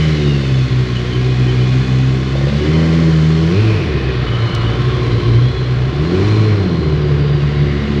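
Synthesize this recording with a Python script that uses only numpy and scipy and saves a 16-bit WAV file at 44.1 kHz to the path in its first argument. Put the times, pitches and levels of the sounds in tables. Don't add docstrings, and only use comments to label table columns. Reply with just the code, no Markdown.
import sys
import numpy as np
from scipy import signal
from scipy.fft import rfft, irfft
from scipy.io import wavfile
from scipy.ndimage import uniform_filter1d

SR = 44100
rng = np.random.default_rng(int(sys.argv[2]) if len(sys.argv) > 2 else 0)


def int16_out(signal):
    q = np.round(np.clip(np.atleast_2d(signal).T, -1, 1) * 32767)
    wavfile.write(sys.argv[1], SR, q.astype(np.int16))


N = 352800

# time in seconds, speed in firings per second.
SPEED = [(0.0, 77.9), (0.11, 76.9), (0.51, 65.6), (0.78, 62.8), (1.05, 60.8), (1.27, 63.2), (1.6, 62.3),
         (1.72, 64.0), (2.2, 65.3), (2.47, 69.0), (2.78, 80.2), (3.03, 81.8), (3.21, 78.1), (3.49, 81.6),
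         (3.62, 110.0), (3.72, 109.5), (3.83, 87.0), (3.96, 68.2), (4.28, 58.5), (4.55, 57.2), (4.75, 58.3),
         (4.84, 61.6), (5.0, 60.8), (5.12, 58.8), (5.34, 58.6), (5.52, 63.5), (5.7, 62.0), (5.86, 64.0),
         (5.99, 72.2), (6.13, 89.7), (6.26, 103.3), (6.42, 109.2), (6.51, 105.5), (6.79, 78.4),
         (7.11, 71.9), (8.0, 71.8)]
# time in seconds, load (0 coasting, about 1 pulling).
LOAD = [(0, 0.84), (.55, 1.07), (1.05, 0.92), (1.5, 0.89), (2.0, 1.27), (2.65, 0.63), (2.85, 0.84),
        (3.2, 1.22), (3.8, 0.073), (4.5, 0.51), (5.2, 0.3), (5.7, 0.72), (6.2, 0.41), (6.8, 0.35),
        (7.2, 0.49), (7.7, 0.77), (8, 0.84)]
# frequency in Hz, level in dB before load and flutter.
BOOM = [(58, -24), (65, -20.5), (72, -18.5), (80, -17), (87, -23), (95, -14.5), (104, -9), (116, -14),
        (128, -14.5), (145, -13), (165, -13.5), (178, -12.5), (205, -27), (230, -22)]
# middle in seconds, half length in seconds, depth in dB (negative swells).
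NODES = [(0.197, 0.066, 7.5), (0.433, 0.058, 9), (.69, 0.018, 18), (.89, 0.051, 9), (1.097, 0.093, 9),
         (1.86, 0.026, 15), (2.25, 0.11, 5), (2.514, 0.028, 12.5), (2.63, 0.041, 16), (3.844, 0.15, 11.5),
         (4.01, 0.015, 33), (4.136, 0.026, 12), (4.26, 0.022, 14), (4.33, 0.0082, 14), (4.503, 0.028, 18),
         (4.752, 0.047, 6), (5.102, 0.009, 13), (5.21, 0.022, 24), (5.39, 0.093, -4), (5.55, 0.029, 23),
         (5.65, 0.026, 9), (5.92, 0.02, 8), (6.09, 0.13, 4), (6.795, 0.14, 5), (7.49, 0.024, 6),
         (7.85, 0.16, 11.5)]
# middle in seconds, half length in seconds, lift in dB.
THIRD_TONE = [(0.42, 0.054, 5.5), (2.54, 0.061, 17.5), (3.11, 0.089, -11), (3.44, 0.081, -16),
              (4.5, 0.33, 5.5), (7.88, 0.14, 5)]
# frequency in Hz, relative height in dB.
PIPE = [(170, 3.5), (195, -4.5), (216, 0), (236, -3), (256, 2.5), (290, 0.5), (325, 1), (372, 6),
        (420, -3.5), (470, -12), (540, -23.5), (700, -31.5), (1000, -25.5), (1600, -42.5)]
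# time in seconds, level in dB before a common trim.
BARK = [(0.0, -23.5), (0.26, -16), (0.64, -23.5), (1.88, -19), (2.3, -22), (2.37, -22.5), (2.54, -18.5),
        (2.66, -16.5), (3.1, -16.5), (3.12, -21.5), (3.54, -17.5), (4.38, -26.5), (5.0, -20), (5.35, -21),
        (5.8, -29.5), (6.2, -12.5), (6.26, -18), (7.46, -23), (7.95, -16.5)]
# frequency in Hz, relative gain in dB.
RUMBLE = [(20, -25), (40, -8.5), (60, -4.5), (85, -4), (115, 4), (170, -3), (210, -6), (280, -8),
          (335, -7.5), (372, -2.5), (410, -9.5), (450, -5.5), (540, -21), (700, -26), (1100, -54),
          (4000, -110)]
# frequency in Hz, relative gain in dB.
METAL = [(350, -15), (580, 2.5), (680, -8), (740, -3.5), (870, -9.5), (1150, -7), (1400, -6.5), (2100, -9),
         (2750, -9), (3450, -10.5), (4400, -11), (5600, -16.5), (7200, -25), (8600, -36.5), (10200, -39),
         (15000, -57.5)]
# frequency in Hz, width in Hz, relative gain in dB.
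CASE_MODES = [(719, 42, -4.5), (1068, 92, 4), (1570, 11, -21.5), (1894, 46, -11), (2117, 240, -2),
              (2496, 34, -3), (2990, 130, -0.5), (3446, 170, -4), (4180, 100, -7), (4710, 100, -11)]
# time in seconds, then knock, clatter and hiss in dB before trims.
CASE = [(0.0, -31, -27, -38), (0.2, -33, -28.5, -39.5), (0.83, -33, -31, -43), (1.76, -32, -29.5, -41.5),
        (2.22, -32, -32, -43.5), (2.53, -31.5, -30, -41), (2.68, -31, -28.5, -40),
        (2.79, -28, -30.5, -39.5), (3.28, -30.5, -30.5, -41), (3.72, -28.5, -30, -40.5),
        (3.9, -31, -31, -44.5), (4.22, -30, -29.5, -46), (4.64, -27, -30, -44.5), (5.25, -31, -30.5, -43.5),
        (5.63, -31.5, -32, -46.5), (5.9, -30, -33, -47.5), (6.27, -27, -30.5, -40.5),
        (6.73, -30.5, -34, -47), (7.9, -31.5, -31.5, -46.5)]
# multiple of the firing rate, relative level in dB.
GEARS = [(11.9, -29.5), (17.7, -23), (22.3, -23), (26.3, -21.5), (30.2, -21), (35.4, -22.5), (38.5, -21),
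         (39.4, -19), (45.8, -27), (53.3, -15.5), (64.6, -22), (65.9, -17.5), (71.5, -24.5)]
# middle in seconds, half length in seconds, drop in dB.
FREE_REVS = [(3.73, 0.2, 14), (6.35, 0.48, 20)]
# middle in seconds, half length in seconds, multiple of the firing rate, lift in dB.
STRAINS = [(0.03, 0.098, 38.5, 9.5), (0.332, 0.08, 38.5, 9), (0.37, 0.09, 53.3, 3.5),
           (1.598, 0.44, 39.4, 5), (1.9, 0.58, 53.3, 1), (1.9, 0.7, 65.9, 0.5), (2.677, 0.11, 38.5, 6),
           (4.03, 0.092, 38.5, 4), (4.044, 0.13, 26.3, 8), (5.2, 0.15, 53.3, 6), (5.473, 0.16, 53.3, 13),
           (7.25, 0.38, 65.9, 7), (7.354, 0.35, 53.3, 2.5)]
# start in seconds, length in seconds, frequency in Hz, dB rms when full.
RATTLES = [(-.1, 0.18, 2070, -32), (2.6, 0.39, 2000, -35), (3.47, 0.34, 2460, -32.5),
           (3.8, 0.32, 1820, -38), (6.08, 0.41, 2270, -36.5), (7.4, 1, 1930, -37.5)]
# start in seconds, length in seconds, frequency in Hz, dB rms when full.
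RINGS = [(0.94, 0.061, 2960, -32.5), (1.1, 0.06, 3040, -33.5), (1.46, 0.05, 3030, -34),
         (1.58, 0.062, 3010, -36.5), (2.68, 0.12, 3060, -38), (4.25, 0.2, 2980, -36),
         (4.45, 0.24, 2940, -35), (1.2, 0.95, 758, -42), (3.9, 0.25, 2480, -39), (4.62, 0.4, 3520, -42),
         (4.8, 0.62, 1070, -36), (0.18, 0.15, 3700, -37), (0.2, 0.78, 4450, -47), (2.72, 0.35, 4180, -47),
         (3.54, 0.073, 4120, -39), (4.35, 0.28, 4180, -41), (5.0, 0.68, 4070, -42), (6.03, 0.9, 4130, -43),
         (6.22, 0.27, 4160, -40.5)]
# start in seconds, length in seconds, frequency in Hz, dB rms when full.
CHATTERS = [(4.15, .6, 1256, -34.5)]
# start in seconds, relative level in dB.
TICKS = [(4.5497, -15)]
# start in seconds, length in seconds, level in dB rms when full.
PULLS = [(0, 0.5, -35.5), (2.354, 0.31, -33.5), (2.724, 0.39, -32), (7.103, 0.9, -41)]
CYLINDERS = [3, -5, -1.5, -9]
# start in seconds, peak in dB.
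GULPS = [(2.3540, -14.5), (2.4110, -15.5), (2.4700, -16), (2.4840, -20), (2.5270, -19), (2.7920, -16.5),
         (2.8380, -20), (2.9880, -19), (3.0370, -20), (3.0860, -21)]
# frequency in Hz, width of each pass in Hz, relative gain in dB.
AIRBOX_MODES = [(505, 170, 4.5), (745, 81, -6.5)]

GARAGE_T60_S, CUTOFF_HZ = 1.38, 15100
CRUISE_HZ = 70


def from_db(db):
    return 10 ** (np.asarray(db) / 20)


def rms_one(x):
    return x / np.sqrt(np.mean(x ** 2) + 1e-20)


def steady(x):
    return x / np.sqrt(uniform_filter1d(x ** 2, size=SR // 10) + 1e-12)


def in_time(rows):
    s, *columns = np.transpose(rows)
    return [np.interp(np.arange(N) / SR, s, c) for c in columns]


def bumps(rows):
    t = np.arange(N) / SR
    return sum(height * np.exp(-((t - s) / length) ** 2) for s, length, height in rows)


def swell(s, length, attack_s, release_s):
    t = np.arange(N) / SR
    rise = np.clip((t - s) / attack_s, 0, 1)
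    return rise * np.exp(-np.clip((t - s - length) / release_s, 0, 20))


def gain_at(points, hz):
    pitch, db = np.transpose(points)
    return from_db(np.interp(np.log(hz + 1e-6), np.log(pitch), db))


def colour(x, points):
    return irfft(rfft(x) * gain_at(points, np.fft.rfftfreq(N, 1 / SR)), N)


def cut(x, hz, kind, order=4):
    return signal.sosfilt(signal.butter(order, hz, kind, fs=SR, output="sos"), x)


def drift(rate):
    step = 40
    r = np.exp(-2 * np.pi * rate * step / SR)
    noise = rng.standard_normal(N // step + 2002)
    slow = signal.lfilter([1], [1, -2 * r, r * r], noise)[2000:]
    return np.interp(np.arange(N) / step, np.arange(len(slow)), rms_one(slow))


def uneven(firings, spread_db):
    chance = np.clip(rng.standard_normal(SR), -2, 2)
    return from_db(spread_db * np.interp(firings, np.arange(SR), chance))


def resonance(x, hz, width):
    r = np.exp(-np.pi * width / SR)
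    feedback = [1, -2 * r * np.cos(2 * np.pi * hz / SR), r * r]
    return signal.lfilter(np.array([1, 0, -1]) * (1 - r * r) / 2, feedback, x)


def swells(rows, width, attack_s, release_s):
    out = 0
    for s, length, hz, db in rows:
        ringing = resonance(resonance(rng.standard_normal(N), hz, width), hz, width)
        out = out + from_db(db) * swell(s, length, attack_s, release_s) * steady(ringing)
    return out


def garage(x, wet_db):
    t = np.arange(N) / SR
    tail = rng.standard_normal(N) * from_db(-60 * t / GARAGE_T60_S) * (t > .008)
    tail = tail[:SR] / np.sqrt(np.sum(tail ** 2))
    lead_in = np.pad(x, (SR, 0), "reflect")
    return x + from_db(wet_db) * signal.fftconvolve(lead_in, tail)[SR:SR + N]


def ticks():
    t, envelope = np.arange(N) / SR, 0
    for s, db in TICKS:
        envelope = envelope + from_db(db - 10) * (t >= s) * np.exp(-np.abs(t - s) / .0025)
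    bright = cut(cut(rng.standard_normal(N), 3500, "high", order=2), 4300, "low", order=3)
    snap = envelope * rms_one(bright)
    return snap + resonance(snap, 5300, 1800)


def clutch():
    return swells(CHATTERS, width=360, attack_s=0.09, release_s=0.093)


def chain():
    return swells(RATTLES, width=440, attack_s=0.1, release_s=0.12)


def covers():
    return swells(RINGS, width=130, attack_s=0.031, release_s=0.013)


def airbox(strokes):
    return sum(from_db(db) * resonance(resonance(strokes, hz, width), hz, width)
               for hz, width, db in AIRBOX_MODES)


def gulps():
    pop = airbox(signal.unit_impulse(SR // 20))
    pop, out = pop / np.abs(pop).max(), np.zeros(N)
    for s, db in GULPS:
        start = int(s * SR)
        out[start:start + len(pop)] += from_db(db) * pop
    return out


def intake(firings):
    stroke = firings.astype(int)
    strength = from_db(CYLINDERS)[stroke % len(CYLINDERS)] * uneven(firings, spread_db=0.5)
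    strokes = np.diff(stroke, prepend=0) * strength
    throttle = sum(from_db(db) * swell(s, length, attack_s=0.033, release_s=0.1) for s, length, db in PULLS)
    return throttle * steady(garage(airbox(strokes), wet_db=-7.5))


def gears(speed, firings):
    ripple, waver = 0.8, 0.015
    play = 0.82 * speed / CRUISE_HZ
    cycle = np.sin(2 * np.pi * firings / len(CYLINDERS))
    whines = 0
    for multiple, db in GEARS:
        strains = [(s, length, lift) for s, length, mesh, lift in STRAINS if abs(mesh - multiple) < 2]
        level_db = db + bumps(strains) + 0.5 * cycle + 4.0 * drift(11)
        jerk = ripple * np.sin(2 * np.pi * (firings + rng.random())) + waver * multiple * cycle
        phase = 2 * np.pi * multiple * firings + jerk + play * drift(60)
        whines = whines + from_db(level_db) * np.sin(phase)
    damped = cut(whines * from_db(-bumps(FREE_REVS)), 4920, "low", order=8)
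    return garage(damped, wet_db=-11.5)


def case(firings, load, whine):
    tap = (2 * firings).astype(int)
    strength = from_db(0.5 + rng.uniform(-3, 3, N)[tap] - 4 * (tap % 2))
    taps = strength * np.exp(-0.33 * (2 * firings % 1))
    whirr = rms_one(rng.standard_normal(N) * np.hypot(1, taps))
    drive = whirr + from_db(-2.0) * whine
    modes = sum(from_db(db) * resonance(drive, hz, width) for hz, width, db in CASE_MODES)
    rung = whirr + from_db(-3.0) * whine + modes
    sound = garage(colour(rung, METAL), wet_db=-11.5)
    knock = cut(sound, [520, 1600], "band")
    clatter = cut(sound, [1600, 4500], "band")
    hiss = cut(sound, 4500, "high", order=6)
    sizzle = colour(hiss, [(5400, -25), (6200, 0), (8000, 0), (9000, -25)])
    hiss = hiss - sizzle + from_db(5 * (load - 0.8)) * sizzle
    knock_db, clatter_db, hiss_db = in_time(CASE)
    bands = from_db(knock_db - 1.0) * steady(knock)
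    bands = bands + from_db(clatter_db - 0.5) * steady(clatter)
    bands = bands + from_db(hiss_db + 2.0) * steady(hiss)
    return from_db(-1.17) * bands


def burble(speed, firings, load):
    puffs = rng.standard_normal(N) * np.exp(-3.53 * (firings % 1))
    level_db = -19.2 - 5 * load + 0.5 * np.log2(speed / CRUISE_HZ)
    rumble = steady(garage(colour(puffs, RUMBLE), wet_db=3.5))
    bass = colour(rumble, [(108, 0), (140, -25)])
    return from_db(level_db) * (rumble - bass + from_db(-7 * load) * bass)


def bark(speed, firings, load):
    tilt_db = 16.5 - 27.5 * load
    out = 0
    for k in np.arange(16) + 3:
        phase = 2 * np.pi * (k * firings + rng.random()) + 0.039 * k * drift(35)
        octaves = np.log2(np.minimum(k * speed, 450) / 300)
        standing_db = bumps(THIRD_TONE) if k == 3 else 0
        level_db = tilt_db * octaves + standing_db + 2.43 * drift(11.7)
        out = out + gain_at(PIPE, k * speed) * from_db(level_db) * np.sin(phase)
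    out = steady(out) * uneven(firings, 6.0 * np.clip(.7 - load, 0, 1))
    smeared = steady(garage(out, wet_db=4.0 - 22.5 * load))
    return from_db(in_time(BARK)[0] - 2.03) * smeared


def drone(speed, firings, load):
    turn, slack = 2 * np.pi * firings, np.clip(1.2 - load, 0, 1.2)
    first_db = -2.5 - 0.5 * (load - .6) + 2.5 * slack * drift(9.1)
    first = gain_at(BOOM, speed) * from_db(first_db) * np.sin(turn + 0.8 * drift(1.9))
    second_db = 5.0 * (load - .6) - bumps(NODES) + 3.0 * slack * drift(18)
    stumble = 0.43 * slack * drift(15)
    second = gain_at(BOOM, 2 * speed) * from_db(second_db) * np.sin(2 * turn + stumble)
    lope = from_db(-25.0 - 7.5 * load) * np.sin(1.5 * turn + 0.85 * drift(13.0))
    return np.sqrt(2) * (first + second + lope)


def scene():
    speed, = in_time(SPEED)
    load, = in_time(LOAD)
    firings = np.cumsum(speed) / SR
    loose_parts = ticks() + clutch() + chain() + covers()
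    air = gulps() + intake(firings)
    engine = case(firings, load, gears(speed, firings))
    exhaust = burble(speed, firings, load) + bark(speed, firings, load) + drone(speed, firings, load)
    return (loose_parts + air + engine + exhaust)[None]


def record(dry):
    rounded = dry / (1 + (np.abs(dry) / .85) ** 6) ** (1 / 6)
    return cut(rounded, CUTOFF_HZ, "low", order=14)


dry = scene()
out = record(dry)
int16_out(out)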